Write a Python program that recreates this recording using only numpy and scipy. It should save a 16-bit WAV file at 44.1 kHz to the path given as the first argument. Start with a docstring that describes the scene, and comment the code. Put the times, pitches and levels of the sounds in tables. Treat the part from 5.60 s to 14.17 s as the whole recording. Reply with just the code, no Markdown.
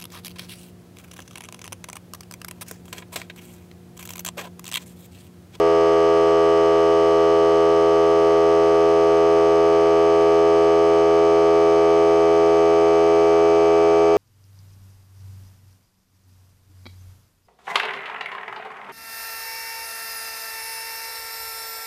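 """Outdoors on gravel, a couple of metres from the microphone, a small battery piston compressor pumps steadily.
Every shaft turn repeats one stroke: a gulp that rings housing and head, valve knocks on the metal,
a fine clatter. Behind the piston, ball bearings beat against the turn and air hisses through the same
body. A faint mains hum lies underneath."""
import sys
import numpy as np
from scipy import signal
from scipy.fft import rfft, irfft, next_fast_len
from scipy.io import wavfile
from scipy.ndimage import uniform_filter1d, map_coordinates

SR = 44100
rng = np.random.default_rng(int(sys.argv[2]) if len(sys.argv) > 2 else 0)


def master_out(mix):
    """Clip the mix to full scale and print it as 16-bit PCM to the path in sys.argv[1]."""
    frames = np.transpose(np.atleast_2d(mix))
    ceiling = np.clip(frames, -1, 1)
    pcm = np.round(ceiling * 32767).astype(np.int16)
    wavfile.write(sys.argv[1], SR, pcm)


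N = 377937

# Shaft speed, creeping up: time_s, speed_hz
SHAFT_SPEED = [(0, 82.455), (2, 82.5), (4, 82.565), (6, 82.655), (8.57, 82.765)]
# Overtones 1, 2, 3 .. of the turn, sliding as the back pressure changes: start_db, end_db
GULP_LEVELS = [(-42.5, -43.0), (-40.0, -40.5), (-47.0, -46.5), (-27.0, -25.0), (-18.0, -16.5),
               (-23.0, -26.0), (-29.5, -30.5), (-25.0, -24.0), (-33.0, -28.5), (-37.0, -33.5),
               (-33.0, -34.0), (-40.0, -43.5), (-45.5, -42.5), (-29.0, -33.0), (-32.5, -36.0),
               (-44.5, -41.5)]
# Mode clusters delay the gulp, a notch (count -1) turns it over: centre_hz, width_hz, mode_count
HOUSING_MODES = [(486, 177, 5), (823, 20, -1), (1143, 232, 5)]
# Buzz above the gulp, per overtone: pitch_hz, level_db
BUZZ_SPECTRUM = [(1400, -54), (1800, -52), (2400, -56.5), (3100, -55.5), (3750, -68.5), (5100, -61.5),
                 (6300, -66), (6700, -77.5), (7250, -77), (7800, -66), (8500, -85), (9400, -74),
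                 (10100, -84.5)]
# Overtones that land on a sharp mode of the metal and sing out: overtone, start_db, end_db
SINGING_OVERTONES = [(20, -46, -48.5), (23, -46, -55.5), (24, -46.5, -50), (27, -55.5, -49),
                     (28, -50.5, -41), (31, -49.5, -47.5), (35, -47.5, -53), (36, -46.5, -49),
                     (38, -49.5, -52.5), (51, -57.5, -59.5), (59, -65.5, -55.5), (62, -52, -55.5),
                     (77, -58, -52), (78, -59, -58), (95, -64, -62.5), (115, -66, -68.5)]
# Valve knocks, levels before trim: pitch_hz, width_hz, angle_turns, repeating_db, scattered_db
VALVE_KNOCKS = [(1560, 150, .4, -50, -66), (1950, 200, .28, -50, -64), (2300, 130, .12, -46, -62),
                (2620, 200, .95, -54, -68), (3000, 120, .68, -52, -66), (5120, 60, .2, -63, -62),
                (6370, 120, .3, -53, -60), (7350, 60, .88, -68, -78), (7700, 120, .9, -70, -75),
                (7830, 300, .25, -59, -66), (9510, 120, .23, -62, -70)]
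# Settled clatter, per overtone: pitch_hz, level_db
CLATTER_SPECTRUM = [(300, -86.5), (900, -70), (1300, -59), (3000, -60), (3500, -76), (4600, -72.5),
                    (6300, -72.5), (6600, -83.5), (8000, -79.5), (10000, -90), (10300, -92), (12000, -93),
                    (15500, -102)]
# Bearing cages, levels before trim: turns_per_shaft_turn, level_db
BEARING_CAGES = [(.383, -57), (.414, -57), (.4375, -57)]
# Resonances of the bearing races: centre_hz, width_hz, relative_db
RACE_MODES = [(1070, 100, 1), (1175, 100, 2), (1447, 97, 7.5), (2004, 150, 2.5), (2277, 260, 0),
              (2550, 220, -8.5)]
# Air hiss before the body colours it: frequency_hz, density_db (per Hz)
AIR_SPECTRUM = [(30, -93), (80, -85), (270, -83.5), (330, -71.5), (800, -72.5), (1350, -80), (2600, -84),
                (3700, -86.5), (5000, -90), (6400, -89.5), (6700, -99), (9500, -102), (10200, -108),
                (15500, -112)]
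# Body resonances that colour the hiss: centre_hz, width_hz, lift_db
BODY_MODES = [(453, 86, 6.5), (1155, 260, 8.5), (1430, 80, 8), (1840, 55, -6), (1980, 240, 4),
              (2280, 150, 4), (3040, 260, 5), (4600, 350, 10.5)]

POINTS, FRAMES = 4096, 70  # samples in a turn, snapshots of that turn across the scene
STROKE_OVERTONES, ALL_OVERTONES = 122, 188


def piston(hz, turns, restless_db=-6):
    """Main source: the stroke, topped by knocks and clatter; restless clatter sways the weak overtones."""
    repeating, scattered = valve_knocks(hz, turns)
    settled = repeating + clatter(hz, hold_frames=120)
    above_stroke = np.arange(len(hz)) >= STROKE_OVERTONES
    overtones = stroke(hz, settled[0]) + above_stroke * settled
    restless = undb(restless_db) * clatter(hz, hold_frames=12)
    return play_turns(overtones + restless, turns) + scattered


def stroke(hz, rattle, sway_db=0.2, angle_turns=-.096, lead_cycles=.104, gulp_top_hz=1360):
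    """Low overtones keep the timing of one gulp; the upper ones take theirs from knocks and clatter."""
    order, pitch_hz = np.arange(1, STROKE_OVERTONES + 1), hz[:STROKE_OVERTONES]
    start_db, end_db = stroke_levels(pitch_hz)
    db = start_db + (end_db - start_db) * np.linspace(0, 1, FRAMES)[:, None]
    db += sway_db * drift(len(order), 5)
    housing_phase = sum(count * np.angle(mode(pitch_hz, f, w)) for f, w, count in HOUSING_MODES)
    gulp_phase = 2 * np.pi * (lead_cycles - angle_turns * order) + housing_phase
    phase = np.where(pitch_hz > gulp_top_hz, np.angle(rattle[:len(order)]), gulp_phase)
    return np.pad(undb(db) * np.exp(1j * phase), ((0, 0), (0, len(hz) - len(order))))


def stroke_levels(hz, uneven_db=2, slide_db=2.5):
    """Start and end dB of each overtone: the gulp below, an uneven buzz above, a few that sing."""
    uneven, slide = rng.standard_normal((len(hz), 2)).T
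    buzz_db = spectrum_db(BUZZ_SPECTRUM, hz) + uneven_db * uneven
    ends = buzz_db[:, None] + np.outer(slide_db * slide, [-.5, .5])
    ends[:len(GULP_LEVELS)] = GULP_LEVELS
    for overtone, start_db, end_db in SINGING_OVERTONES:
        ends[overtone - 1] = start_db, end_db
    return ends.T


def valve_knocks(hz, turns, puff_decay_turns=0.17, puff_trim_db=-5.5):
    """Each valve blow rings its mode alike every turn; a puff of noise after it makes the turns differ."""
    order = np.arange(1, len(hz) + 1)
    repeating, scattered = 0, 0  # overtones, waveform
    for pitch_hz, width_hz, angle, repeating_db, scattered_db in VALVE_KNOCKS:
        ring = mode(hz, pitch_hz, width_hz) ** 2 * np.exp(-2j * np.pi * order * angle)
        repeating += level(ring, repeating_db) / np.sqrt(len(hz))
        puff = np.exp(-((turns - angle) % 1) / puff_decay_turns) * rng.standard_normal(N)
        band = signal.iirpeak(pitch_hz, pitch_hz / (2 * width_hz), SR)
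        rung_puff = signal.lfilter(*band, signal.lfilter(*band, puff))
        scattered += level(rung_puff, scattered_db + puff_trim_db)
    return repeating, scattered


def clatter(hz, hold_frames):
    """A fine random rattle that comes round every turn and gradually renews itself."""
    pattern = drift(len(hz), hold_frames) + 1j * drift(len(hz), hold_frames)
    return pattern / np.sqrt(2) * undb(spectrum_db(CLATTER_SPECTRUM, hz))


def bearings(hz, turns, trim_db=2.5):
    """The roll of the balls in their races swells and fades as each cage goes round."""
    colour = sum(undb(db) * mode(hz, f, w) ** 2 for f, w, db in RACE_MODES)
    out = 0
    for ratio, db in BEARING_CAGES:
        roll = colour * (drift(len(hz), 40) + 1j * drift(len(hz), 45))
        beat = np.cos(2 * np.pi * ratio * turns)
        out += level(play_turns(roll, turns) * beat, db + trim_db)
    return out


def air_hiss(turns, pulse_db=0.4, delivery_turns=0.32):
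    """Rushing air coloured by the body, a little louder on the delivery stroke."""
    size = next_fast_len(N)
    hz = np.arange(size // 2 + 1) * SR / size
    body_db = sum(lift * np.abs(mode(hz, f, w)) ** 2 for f, w, lift in BODY_MODES)
    colour = undb(spectrum_db(AIR_SPECTRUM, hz) + body_db) * np.sqrt(SR / 2)
    rush = irfft(rfft(rng.standard_normal(size)) * colour, size)[:N]
    return rush * undb(pulse_db * np.cos(2 * np.pi * (turns - delivery_turns)))


def mains_hum(t, pitch_hz=60.5, level_db=-69.5):
    """One faint mains tone, far beneath the machine."""
    return level(np.sin(2 * np.pi * pitch_hz * t), level_db)


def play_turns(overtones, turns):
    """Snapshots of one turn (complex rms per overtone), read at the crank angle and blended in time."""
    spectrum = np.pad(overtones, ((0, 0), (1, POINTS // 2 - overtones.shape[1])))
    wave = irfft(spectrum, POINTS, axis=1) * POINTS / np.sqrt(2)
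    looped = np.hstack([wave, wave[:, :1]])
    return map_coordinates(looped, [np.linspace(0, FRAMES - 1, N), turns % 1 * POINTS], order=1)


def drift(count, hold_frames):
    """Slow random wander over the snapshots, one column per overtone; spread 1."""
    noise = rng.standard_normal((FRAMES + hold_frames, count))
    return uniform_filter1d(noise, hold_frames, axis=0)[:FRAMES] * np.sqrt(hold_frames)


def mode(hz, centre_hz, width_hz):
    """Complex response of one damped mode, 1 at its centre."""
    return 1 / (1 + 2j * (hz - centre_hz) / width_hz)


def spectrum_db(table, hz):
    """Level from a (Hz, dB) table, interpolated in log frequency."""
    table_hz, table_db = np.transpose(table)
    return np.interp(np.log(np.maximum(hz, 1)), np.log(table_hz), table_db)


def level(x, db):
    """Scale to an rms level."""
    return x * undb(db) / np.sqrt(np.mean(np.abs(x) ** 2))


def undb(db):
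    """Gain of a level in dB."""
    return 10 ** (np.asarray(db) / 20)


def scene(start_turns=.012):
    """At the microphone, in mono: piston, bearings and air follow the one shaft, over the hum."""
    t = np.arange(N) / SR
    speed_hz = np.interp(t, *np.transpose(SHAFT_SPEED))
    turns = start_turns + np.cumsum(speed_hz) / SR
    hz = np.arange(1, ALL_OVERTONES + 1) * speed_hz.mean()
    return (piston(hz, turns) + bearings(hz, turns) + air_hiss(turns) + mains_hum(t))[None]


def record(dry, gain_db=0.18, top_hz=15650):
    """The recorder: a set microphone gain and a steep treble cut."""
    lowpass = signal.ellip(12, .2, 70, top_hz, fs=SR, output="sos")
    return signal.sosfilt(lowpass, dry * undb(gain_db))


dry = scene()
out = record(dry)
master_out(out)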